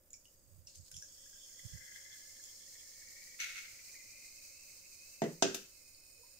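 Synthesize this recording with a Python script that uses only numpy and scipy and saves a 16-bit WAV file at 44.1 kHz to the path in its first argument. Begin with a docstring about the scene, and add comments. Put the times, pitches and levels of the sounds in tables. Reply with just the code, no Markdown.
"""Cola poured over ice

Close stereo in a small quiet room: ticks on ice, then fizz of random bursts filtered by a glass mug.
Bursts also ring resonators: gaps between the cubes, and the air above the drink, rising as the mug fills.
The foam builds, surges once near the end of the pour and slowly settles; larger bubbles sing as sines.
Then two knocks on the table, the second with a small rebound: decaying modes and noise."""
import sys
import numpy as np
from scipy import signal
from scipy.fft import rfft, irfft
from scipy.io import wavfile

SR = 44100
rng = np.random.default_rng(int(sys.argv[2]) if len(sys.argv) > 2 else 0)


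def inscribe(sig):
    """Save sig as 16-bit PCM at rate SR to the path in sys.argv[1].

    A 1-D sig is mono; a 2-D sig holds one channel per row.
    Samples are clipped to [-1, 1] before scaling.
    """
    pcm = np.round(np.clip(np.atleast_2d(sig).T, -1, 1) * 32767)
    wavfile.write(sys.argv[1], SR, pcm.astype(np.int16))


N = 281887
TIME = np.arange(N) / SR
LN_1000 = np.log(1000)  # a 60 dB fall

# trickle becomes a full stream; stream stops; drink stops rising
POUR_START_S, POUR_END_S, FULL_S = 0.84, 4.26, 4.34


def from_db(db):
    """Decibels to gain."""
    return 10 ** (np.asarray(db) / 20)


def rms_one(x):
    """Scale to unit power."""
    return x / np.sqrt(np.mean(x ** 2) + 1e-20)


def panned(side_db):
    """Left and right gains for a left-right level difference, at constant power."""
    gains = from_db(np.array([[.5], [-.5]]) * side_db)
    return gains / np.sqrt(np.mean(gains ** 2, axis=0))


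def colour(x, points, power=1, size=8192):
    """Causal minimum-phase filter that follows a spectrum, its dB scaled by power."""
    hz, db = np.transpose(points)
    grid_hz = np.maximum(np.arange(size // 2 + 1) * SR / size, 1)
    log_gain = np.log(from_db(np.interp(np.log(grid_hz), np.log(hz), db)))
    cepstrum = irfft(power * log_gain)
    # fold onto positive time: minimum phase
    cepstrum[1:size // 2] *= 2
    cepstrum[size // 2 + 1:] = 0
    impulse = irfft(np.exp(rfft(cepstrum)))
    return signal.oaconvolve(np.atleast_2d(x), impulse[None], axes=1)[:, :N]


def ring(x, hz, t60_s):
    """Two-pole resonator: a unit click sets a sine of height 1 ringing."""
    radius = 1e-3 ** (1 / (t60_s * SR))
    turn = 2 * np.pi * hz / SR
    poles = [1, -2 * radius * np.cos(turn), radius * radius]
    return signal.lfilter([0, np.sin(turn)], poles, x + 1e-18)


def struck(x, modes, cavity=False):
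    """Modes driven together, each panned; cavities alternate in sign and ring twice, with steep skirts."""
    out = 0
    for k, (hz, db, t60_s, side_db) in enumerate(modes):
        tone = ring(x, hz, t60_s)
        if cavity:
            tone = (-1) ** k * rms_one(ring(tone, hz, t60_s / 2))
        out = out + from_db(db) * panned(side_db) * tone
    return out


def moving_resonance(x, hz, width_hz, size=256):
    """Band-pass whose centre glides, block by block; unit power out."""
    out, state = np.zeros_like(x), np.zeros((2, 2))
    radius = np.exp(-np.pi * width_hz / SR)
    for i in range(0, N, size):
        block = slice(i, i + size)
        poles = [1, -2 * radius * np.cos(2 * np.pi * hz[i] / SR), radius * radius]
        out[:, block], state = signal.lfilter([1, 0, -1], poles, x[:, block], zi=state)
    return rms_one(out)


def since(start_s):
    """Seconds that have passed since start_s; zero before."""
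    return np.maximum(TIME - start_s, 0)


def dying(start_s, t60_s):
    """Envelope that starts at start_s and decays exponentially."""
    return (TIME >= start_s) * np.exp(-LN_1000 * np.clip((TIME - start_s) / t60_s, 0, 10))


def lump(centre_s, level_db, length_s):
    """Gaussian swell; length_s is from the centre to 1/e."""
    return from_db(level_db) * np.exp(-((TIME - centre_s) / length_s) ** 2)


def flutter(per_s, depth_db):
    """Gain that wanders at random between knots."""
    knots_s = np.arange(0, TIME[-1] + 1, 1 / per_s)
    return from_db(depth_db * np.interp(TIME, knots_s, rng.standard_normal(len(knots_s))))


def pops(per_s, spread_db, shared=0.097):
    """Random bubble bursts of uneven size; a share of the power reaches both microphones alike."""
    sizes = from_db(spread_db * np.minimum(rng.exponential(1, (3, N)), 5))
    signs = rng.choice([-1, 1], (3, N))
    clicks = rms_one(sizes * signs * (rng.random((3, N)) < per_s / SR))
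    share = np.clip(shared, 0, 1)
    return np.sqrt(share) * clicks[2] + np.sqrt(1 - share) * clicks[:2]


def room(x, wet_db, t60_s, wall_hz):
    """Direct sound plus a diffuse tail, dulled by the walls and different at each ear."""
    tail = (rng.standard_normal((2, N)) * dying(0.0029, t60_s))[:, :SR]
    tail = signal.lfilter(*signal.butter(1, min(wall_hz, SR / 3), fs=SR), tail)
    tail /= np.sqrt(np.sum(tail ** 2) / 2)
    return x + from_db(wet_db) * signal.oaconvolve(x, tail, axes=1)[:, :N]


# room spectrum: pitch_hz, density_db_per_hz (relative)
ROOM_SPECTRUM = [(20, 1.5), (49, -8), (96, -4), (144, -14), (370, -14), (433, -21.5), (543, -7.5),
                 (700, -24.5), (1690, -29), (2860, -34.5), (5000, -96)]


def room_tone():
    """Faint low rush of filtered noise, mostly alike on both sides."""
    noise = rng.standard_normal(N) + 0.43 * rng.standard_normal((2, N))
    return from_db(-71.5) * rms_one(colour(noise, ROOM_SPECTRUM)) * panned(side_db=-2.0)


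# soft bumps at the right microphone: centre_s, level_db, length_s
BUMP_SWELLS = [(.58, -62, .13), (.815, -57, .03), (.965, -55, .03), (1.655, -44, .014), (1.752, -50, .018),
               (1.76, -58, .07)]
# bump spectrum: pitch_hz, density_db_per_hz (relative)
BUMP_SPECTRUM = [(20, -20), (75, 2), (170, -8), (225, -33.5), (500, -50)]


def bumps():
    """Short swells of low noise, almost all on the right."""
    swell = sum(lump(*bump) for bump in BUMP_SWELLS)
    rumble = rms_one(colour(rng.standard_normal(N), BUMP_SPECTRUM))
    return swell * rumble * panned(side_db=-33.0)


# contacts with the table: start_s, thud_db, clack_db, click_db, push_low_hz, push_high_hz
KNOCK_HITS = [(5.219, -22, -40.5, -70.5, 150, 734), (5.238, -26.5, -48, -77.5, 150, 379),
              (5.4236, -20.5, -20.5, -44.5, 277, 2470), (5.441, -24, -73, -69.5, 280, 437),
              (5.5449, -38.5, -33.5, -36.5, 250, 605)]
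# table top modes: pitch_hz, level_db, t60_s, left_right_db
TABLE_MODES = [(150, -16.5, 0.29, 0.5), (168.7, -16, 0.37, -2), (229, -13, 0.24, -7),
               (307, -7, 0.063, -2.5), (387.4, -11.5, 0.25, -5), (411, -16.5, 0.24, 6),
               (578, -23.5, 0.25, 4), (671.4, -3.5, 0.11, 1.5), (743, -3, 0.035, -4.5),
               (890, -5.5, 0.043, 3.5)]
# glassware modes: pitch_hz, level_db, t60_s, left_right_db
GLASS_MODES = [(1545, -21, .24, 0), (1640, -21, .2, -1), (2513, -17, .22, 7), (2633, -17, .25, 6),
               (2790, -15, .2, 8), (3150, -11, .08, 9), (3504, -10, .15, 9), (5016, -13, .12, 7)]
# clack spectrum: pitch_hz, density_db_per_hz (relative)
CLACK_SPECTRUM = [(600, -18), (1150, -5), (1600, 6.5), (2100, -3.5), (2800, 7.5), (4200, 2), (6700, 10.5),
                  (7800, -0.5), (10000, -17.5), (15500, -35)]
# ring at the point of contact: start_s, level_db, pitch_hz
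CONTACT_RINGS = [(5.2188, -45.5, 1910), (5.423, -44, 1570)]


def knocks(clack_t60_s=0.052, click_t60_s=0.084, contact_t60_s=0.3, lowest_hz=125,
           rumble_db=-14.0, rumble_t60_s=0.27, lag_s=0.00025):
    """Band-limited pushes thud in the table's modes; noise clacks, and taps ring the glassware."""
    push, tap, crack, sharp, shake = np.zeros((5, N))
    for start_s, thud_db, clack_db, click_db, low_hz, high_hz in KNOCK_HITS:
        impulse = signal.unit_impulse(N, int(start_s * SR))
        band = signal.butter(2, [low_hz, high_hz], "band", fs=SR, output="sos")
        push += from_db(thud_db) * signal.sosfilt(band, impulse)
        tap += from_db(clack_db) * impulse
        crack += from_db(clack_db) * dying(start_s, clack_t60_s)
        sharp += from_db(click_db) * dying(start_s, click_t60_s)
        shake += from_db(thud_db) * dying(start_s, rumble_t60_s)
    clack = crack * rms_one(colour(rng.standard_normal((2, N)), CLACK_SPECTRUM)) * panned(side_db=0.5)
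    high_pass = signal.butter(2, 7000, "high", fs=SR)
    clack += sharp * signal.lfilter(*high_pass, rng.standard_normal((2, N)))

    # the table's many weaker modes blur into a short rumble
    noise = rng.standard_normal(N) + .5 * rng.standard_normal((2, N))
    blur = signal.sosfilt(signal.butter(2, [150, 450], "band", fs=SR, output="sos"), noise)
    thud = struck(push, TABLE_MODES) + from_db(rumble_db) * shake * rms_one(blur)
    left, right = signal.sosfilt(signal.butter(4, lowest_hz, "high", fs=SR, output="sos"), thud)
    # the thud reaches the left microphone first
    thud = np.array([left, np.interp(TIME - lag_s, TIME, right)])

    contact = 0
    for start_s, level_db, hz in CONTACT_RINGS:
        tone = rms_one(ring(rng.standard_normal((2, N)), hz, t60_s=0.009))
        contact = contact + from_db(level_db) * dying(start_s, contact_t60_s) * tone
    glass = from_db(-5.0) * struck(tap, GLASS_MODES)
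    return thud + contact + room(clack, wet_db=-7.0, t60_s=0.36, wall_hz=7100) + glass


# lean of each pitch: pitch_hz, lean_db (left takes 0.1 of it, right -0.41)
MUG_LEAN = [(2000, 0), (3300, -4.5), (4200, 9), (5400, -0.5), (6200, -8.5), (7100, -5), (9000, -22.5),
            (11000, -11.5), (14000, 5)]


def out_of_mug(x):
    """The way to the microphones: each pitch leans to one side."""
    left, right = x
    return np.vstack([colour(left, MUG_LEAN, power=0.1), colour(right, MUG_LEAN, power=-0.41)])


# ice ticks, sharp bubble pops and, last, dull taps as the mug is moved:
# start_s, ring_peak_db, pitch_hz, snap_db (noise before its band-pass); all before mug and room
TICK_HITS = [(0.1053, -49, 7100, -63), (0.132, -38, 7020, -55), (0.14, -44, 5600, -67),
             (0.139, -58.5, 2340, -69), (0.254, -56.5, 2930, -57), (0.672, -42.5, 5530, -59),
             (0.675, -59.5, 2740, -56), (0.7563, -48, 6360, -48.5), (0.915, -62.5, 1530, -43),
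             (0.9421, -48.5, 3250, -50), (0.9665, -38.5, 5660, -43.5), (1.0228, -55.5, 1630, -49.5),
             (1.025, -39, 5800, -73), (1.593, -51.5, 2020, -50), (2.439, -40, 6900, -46),
             (3.403, -31, 6040, -62), (5.947, -49, 4540, -70), (6.193, -64, 484, -85.5),
             (6.233, -64.5, 966, -85)]
# gaps between the cubes, deepest two first: pitch_hz, level_db, t60_s (first of two rings), left_right_db
ICE_GAPS = [(3117, -25.5, 0.015, -13), (3400, -19.5, 0.0086, -19), (5104, 1.5, 0.022, 29),
            (5517, 7.5, 0.0075, 6), (6530, 9.5, 0.0067, -6), (7134, 7, 0.019, -7)]


def ice(cycles=28, swell_cycles=17.0, snap_t60_s=0.015, rattle_db=-13, rattle_t60_s=0.46):
    """Each tick is a short sine with a noise snap, and leaves bursts rattling in the gaps between cubes."""
    rings, snaps, rattle = np.zeros((3, 2, N))
    t = TIME[:SR // 2]
    for start_s, peak_db, hz, snap_db in TICK_HITS:
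        start = int(start_s * SR)
        at, age = slice(start, start + len(t)), t[:N - start]
        shape = (1 - np.exp(-age * hz / swell_cycles)) * np.exp(-LN_1000 * age * hz / cycles)
        # right channel one radian ahead
        tone = np.sin(2 * np.pi * hz * age + [[0], [1]])
        rings[:, at] += from_db(peak_db) * shape / shape.max() * tone
        snaps[:, at] += from_db(snap_db) * np.exp(-LN_1000 * age / snap_t60_s)
        rattle[:, at] += from_db(snap_db + rattle_db) * np.exp(-LN_1000 * age / rattle_t60_s)
    snap_band = signal.butter(2, [3000, 12000], "band", fs=SR)
    snaps = signal.lfilter(*snap_band, snaps * rng.standard_normal((2, N)))
    rattle *= rms_one(struck(pops(2000, spread_db=3.5), ICE_GAPS, cavity=True))
    return room(out_of_mug(rings + snaps), wet_db=-5.0, t60_s=0.23, wall_hz=8850) + rattle


def ice_wet():
    """Zero until the first tick on the ice, then one."""
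    return TIME > TICK_HITS[0][0]


def filled():
    """How full the mug is, 0 to 1: a steady stream raises the drink evenly."""
    return np.minimum(since(POUR_START_S) / (FULL_S - POUR_START_S), 1)


# the head's first share of its full power, and its build-up and fade
FOAM_FIRST_SHARE, FOAM_BUILD_S, FOAM_FADE_DB_PER_S = 0.0095, 2.33, 3
TRICKLE_DB, IDLE_DB = -23.5, -23  # fizz added from the first tick on; constant floor; re a full head


def foam_db():
    """Activity of the foam against a full head: it builds under the stream and fades afterwards."""
    first_share = np.clip(FOAM_FIRST_SHARE, 0, 1)
    growth = 1 - (1 - first_share) * np.exp(-since(POUR_START_S) / FOAM_BUILD_S)
    head = (TIME > POUR_START_S) * growth
    trickle = ice_wet() * from_db(TRICKLE_DB) ** 2 + from_db(IDLE_DB) ** 2
    return 10 * np.log10(head + trickle) - FOAM_FADE_DB_PER_S * since(POUR_END_S)


# bursting bubbles' spectrum: pitch_hz, density_db_per_hz (relative)
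FIZZ_SPECTRUM = [(1000, -31), (2900, -18), (3600, -13.5), (4180, -4.5), (5050, -3), (5900, -8.5),
                 (6600, -4), (7250, -2), (8000, -8), (9200, -11), (9700, -20), (15000, -26)]
# narrow hollows of the bare ice: pitch_hz, level_db, t60_s (first of two rings), left_right_db
BARE_ICE_HOLLOWS = [(4730, -1, 0.033, -8), (5270, -13.5, .008, 21), (6550, 3.5, 0.023, 7),
                    (7030, -1.5, 0.014, -18), (8020, 4.5, 0.01, -3)]
WET_ICE_DB, WET_ICE_POUR_DB, WET_ICE_T60_S = -74, -65, 11  # under the trickle; at the splash; drowning
SPLASH_S, SPLASH_DB, SPLASH_T60_S = 0.668, -64, 2.1  # the stream's front spatters on the cubes


def wet_ice():
    """Bursts sizzle in the bare ice's hollows, turn to uneven splashing as the stream lands, then drown."""
    trickle = from_db(WET_ICE_DB) * ice_wet() * (TIME < SPLASH_S)
    flow = trickle + from_db(WET_ICE_POUR_DB) * dying(SPLASH_S, WET_ICE_T60_S)
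    sizzle = flow * rms_one(struck(pops(1400, spread_db=6.0), BARE_ICE_HOLLOWS, cavity=True))
    splash = rms_one(colour(pops(2200, spread_db=3.0), FIZZ_SPECTRUM))
    spatter = from_db(SPLASH_DB) * dying(SPLASH_S, SPLASH_T60_S) * splash
    return sizzle + spatter * flutter(per_s=45.2, depth_db=4.0)


AIR_EMPTY_HZ, AIR_FULL_HZ = 1700, 2297


def air_hz():
    """Pitch of the air above the drink: the wavelength shortens with the air column."""
    return 1 / ((1 - filled()) / AIR_EMPTY_HZ + filled() / AIR_FULL_HZ)


# the stream gurgles in the air: centre_s, level_db, length_s, left_right_db
GURGLE_SWELLS = [(1.963, -58.5, 0.2, 18), (3.238, -65.5, 0.25, 15), (4.09, -67, 0.15, 5)]
AIR_DB, AIR_FOLLOWS = -65, 2.33  # under a full head; dB per dB of foam
AIR_POURING_SIDE_DB, AIR_RESTING_SIDE_DB = 10, -3  # left-right
# the stream reaches the gaps, which ring until flooded at this share of the filling
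GAPS_START_S, GAPS_ATTACK_S, GAPS_FLOODED_SHARE = 1, 0.25, 1
GAPS_DB, GAPS_DEEP_DB = -56, -9  # wetted and open; the two deepest against the rest


def hollows(spread=0.12, closing=0.37, blip_db=-6):
    """Bursts ring the shrinking air space above the drink and the gaps between the cubes."""
    hz = air_hz()
    # fine bursts, with a few big ones as blips
    gurgle = pops(880, spread_db=1.5, shared=0.63)
    gurgle = gurgle + from_db(blip_db) * pops(21, spread_db=-9.5, shared=0.1)
    gurgle *= flutter(per_s=49, depth_db=2.0)
    # two close resonances make one steep band; they draw together as the mug fills
    split = spread * (1 - closing * filled())
    air = moving_resonance(gurgle, hz * (1 - split), width_hz=75)
    air = moving_resonance(air, hz * (1 + split), width_hz=75)
    air = moving_resonance(air, hz, width_hz=2200)
    turn_s = [POUR_END_S - .5, POUR_END_S + .5]
    side_db = np.interp(TIME, turn_s, [AIR_POURING_SIDE_DB, AIR_RESTING_SIDE_DB])
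    air_gain = from_db(AIR_DB + AIR_FOLLOWS * foam_db()) * panned(side_db)
    for centre_s, level_db, length_s, gurgle_side_db in GURGLE_SWELLS:
        air_gain = air_gain + lump(centre_s, level_db, length_s) * panned(gurgle_side_db)

    deep = rms_one(struck(pops(1900, spread_db=-4.5), ICE_GAPS[:2], cavity=True))
    deep = deep * flutter(per_s=30, depth_db=4.0)
    shallow = rms_one(struck(pops(2700, spread_db=3.0), ICE_GAPS[2:], cavity=True))
    wetted = 1 - np.exp(-since(GAPS_START_S) / GAPS_ATTACK_S)
    still_open = np.maximum(1 - filled() / GAPS_FLOODED_SHARE, 0)
    gaps_gain = from_db(GAPS_DB) * wetted * np.sqrt(still_open)
    # the deepest gaps fade faster
    gaps = shallow + from_db(GAPS_DEEP_DB) * still_open * deep
    return air_gain * air + gaps_gain * gaps


AIR_RESTING_HZ, AIR_RESTING_WIDTH_HZ, AIR_RESTING_DB = 2579, 74, -67  # width of each of two passes


def resting_air():
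    """Bursts ring the sliver of air over the full mug; pitch and strength waver as the foam shifts."""
    hz = AIR_RESTING_HZ * flutter(per_s=8, depth_db=0.2)
    bursts = pops(220, spread_db=1.5) * flutter(per_s=14, depth_db=2.5)
    tone = moving_resonance(bursts, hz, AIR_RESTING_WIDTH_HZ)
    tone = moving_resonance(tone, hz, AIR_RESTING_WIDTH_HZ)
    return from_db(AIR_RESTING_DB + foam_db()) * filled() ** 6 * tone


# largest bubbles trapped by the stream: start_s, level_db (before the swell), pitch_hz
LARGE_PLOPS = [(1.374, -58, 1630), (1.8605, -60, 2000), (2.3951, -50.5, 1694), (3.68, -44, 2110)]
PLOP_DB, PLOP_RISE_PER_S = -53.5, 1.0  # smaller ones under a full head, before swell; relative pitch rise


def plops(spread_db=4.5, pitch_spread=0.0943, cycles=70, sway_db=4, side_db=8, count=110):
    """Trapped bubbles sing as decaying sines that rise; the smaller ones scatter about the air's pitch."""
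    out, pitch_hz, head_db = np.zeros((2, N)), air_hz(), foam_db()
    age = TIME[:SR // 8]
    small = []
    for start_s in rng.uniform(POUR_START_S, POUR_END_S, count):
        i = int(start_s * SR)
        level_db = PLOP_DB + 2 * head_db[i] + spread_db * rng.normal()
        small.append((start_s, level_db, pitch_hz[i] * np.exp(pitch_spread * rng.normal())))
    for start_s, level_db, hz in LARGE_PLOPS + small:
        i = int(start_s * SR)
        turns = hz * age * (1 + PLOP_RISE_PER_S * age / 2)
        shape = (1 - np.exp(-turns / 4)) * np.exp(-LN_1000 * turns / cycles)
        gains = from_db(level_db) * panned(side_db + sway_db * rng.normal())
        out[:, i:i + len(age)] += gains * shape * np.sin(2 * np.pi * turns)
    return out


# waves of the surge of foam: start_s, level_db, t60_s
SURGE_WAVES = [(3.388, -40, 0.85), (3.545, -48.5, 0.34)]
# surge spectrum: pitch_hz, density_db_per_hz (relative)
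SURGE_SPECTRUM = [(800, -39), (1150, -30), (1380, -8), (1700, -12.5), (2230, -2.5), (2650, -4.5),
                  (3000, -12.5), (4400, -12), (5100, -18), (6100, -9), (7200, -18.5), (8000, -25.5),
                  (15000, -28.5)]
SURGE_ATTACK_S, SURGE_HOLD_S = 0.018, 0.033  # decay starts SURGE_HOLD_S after the wave's start


def surge(ring_hz=2226, ring_t60_s=0.11, ring_db=-8):
    """A gush of bursts froths up at once and dies down in two waves; the mug sings along faintly."""
    froth = rms_one(colour(pops(2400, spread_db=2.5), SURGE_SPECTRUM)) * flutter(per_s=70, depth_db=1.8)
    singing = from_db(ring_db) * rms_one(ring(froth, ring_hz, ring_t60_s))
    waves = []
    for start_s, level_db, t60_s in SURGE_WAVES:
        attack = np.minimum(since(start_s) / SURGE_ATTACK_S, 1)
        decay = np.exp(-LN_1000 * since(start_s + SURGE_HOLD_S) / t60_s)
        waves.append(from_db(level_db) * attack * decay)
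    # the waves add in power
    return np.linalg.norm(waves, axis=0) * (froth + singing) * panned(side_db=0.5)


# mug's peaks and dark bands on the fizz: pitch_hz, left_db, right_db
FULL_MUG_BANDS = [(5580, -7.5, 0), (5530, 3, 4.5), (6120, 10, 2.5), (7420, -9, -5), (8960, -12, -6.5),
                  (9640, -22, -4)]
# the same once the mug is drawn back: pitch_hz, left_db, right_db
DRAWN_BACK_BANDS = [(5470, 8.5, 4), (6270, 1.5, -12), (6810, 5, 9), (7480, -10, -10), (8400, -48, 3)]
DRAW_BACK_S, DRAW_BACK_END_S = 5.62, 6


def mug_bands(x, bands, width_hz=340):
    """Chain of peaking filters, with its own heights on each side."""
    out, half = x.copy(), np.tan(np.pi * width_hz / SR)
    for hz, *sides_db in bands:
        turn = -2 * np.cos(2 * np.pi * hz / SR)
        for k, db in enumerate(sides_db):
            height = from_db(db / 2)
            zeros = [1 + half * height, turn, 1 - half * height]
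            poles = [1 + half / height, turn, 1 - half / height]
            out[k] = signal.lfilter(zeros, poles, out[k])
    return out


def mug_colour(x, first_share=0.054):
    """The mug's bands deepen as it fills, and change as it is drawn back."""
    depth = np.clip(first_share + filled(), 0, 1)
    back = np.interp(TIME, [DRAW_BACK_S, DRAW_BACK_END_S], [0, 1])
    near = (1 - depth) * x + depth * mug_bands(x, FULL_MUG_BANDS)
    return (1 - back) * near + back * mug_bands(x, DRAWN_BACK_BANDS, width_hz=550)


# under a full head, before foam()'s final 2 dB; spray's share of the foam's dB swing
FIZZ_DB, SPRAY_DB, SPRAY_FOLLOWS = -58, -62, 0.48


def bubbles(per_s=130, cycles=55, level_db=-8, spread_db=2.0, count=36):
    """Larger bubbles sing briefly above the fizz, each dealt one of a row of pitches at random."""
    sizes = from_db(spread_db * np.minimum(rng.exponential(1, (2, N)), 4))
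    born = sizes * rng.choice([-1, 1], (2, N)) * (rng.random((2, N)) < per_s / SR)
    dealt = rng.integers(0, count, (2, N))
    rings = 0
    for k, hz in enumerate(np.geomspace(4300, 9000, count)):
        # the second resonator makes each ring swell before it dies
        tone = ring(born * (dealt == k), hz, cycles / hz)
        rings = rings + ring(tone, hz, cycles / hz / 4)
    return out_of_mug(from_db(FIZZ_DB + foam_db() + level_db) * rms_one(rings))


DIP_START_HZ, DIP_END_HZ, DIP_SINK_S = 4320, 3415, 0.81


def sinking_dip(x, width_hz=800, size=512):
    """Notch that glides down once the stream runs, block by block."""
    sunk = np.exp(-(since(POUR_START_S) / DIP_SINK_S) ** 2)
    hz = DIP_END_HZ + (DIP_START_HZ - DIP_END_HZ) * sunk
    out, state = np.zeros_like(x), np.zeros((2, 2))
    for i in range(0, N, size):
        block = slice(i, i + size)
        notch = signal.iirnotch(hz[i], hz[i] / width_hz, fs=SR)
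        out[:, block], state = signal.lfilter(*notch, x[:, block], zi=state)
    return out


# finer spray's spectrum: pitch_hz, density_db_per_hz (relative)
SPRAY_SPECTRUM = [(7000, -7.5), (9800, -5.5), (12500, 1), (13700, 7.5), (15500, 4)]


def foam():
    """Filtered random bursts, sparse at first, thousands a second later, with a finer spray on top."""
    head_db = foam_db()
    per_s = 7000 * from_db(head_db)
    # cancels the level change that the burst rate brings
    even = np.sqrt(per_s.mean() / per_s)
    fizz = rms_one(colour(pops(per_s, spread_db=1.5), FIZZ_SPECTRUM))
    fizz = from_db(FIZZ_DB + head_db) * even * fizz
    spray = rms_one(colour(pops(11000, spread_db=2.5, shared=0.036), SPRAY_SPECTRUM))
    spray = from_db(SPRAY_DB + SPRAY_FOLLOWS * head_db) * spray
    return out_of_mug(sinking_dip(fizz + spray)) * flutter(per_s=27, depth_db=1.23) * from_db(2.0)


def scene():
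    """The room, the table and the mug."""
    drink = mug_colour(foam() + bubbles()) + wet_ice() + plops() + hollows() + resting_air() + surge() + ice()
    return room_tone() + bumps() + knocks() + drink


CUTOFF_HZ = 15650


def record(dry):
    """Steep elliptic low-pass cuts the top."""
    return signal.sosfilt(signal.ellip(12, .1, 70, CUTOFF_HZ, fs=SR, output="sos"), dry)


dry = scene()
out = record(dry)
inscribe(out)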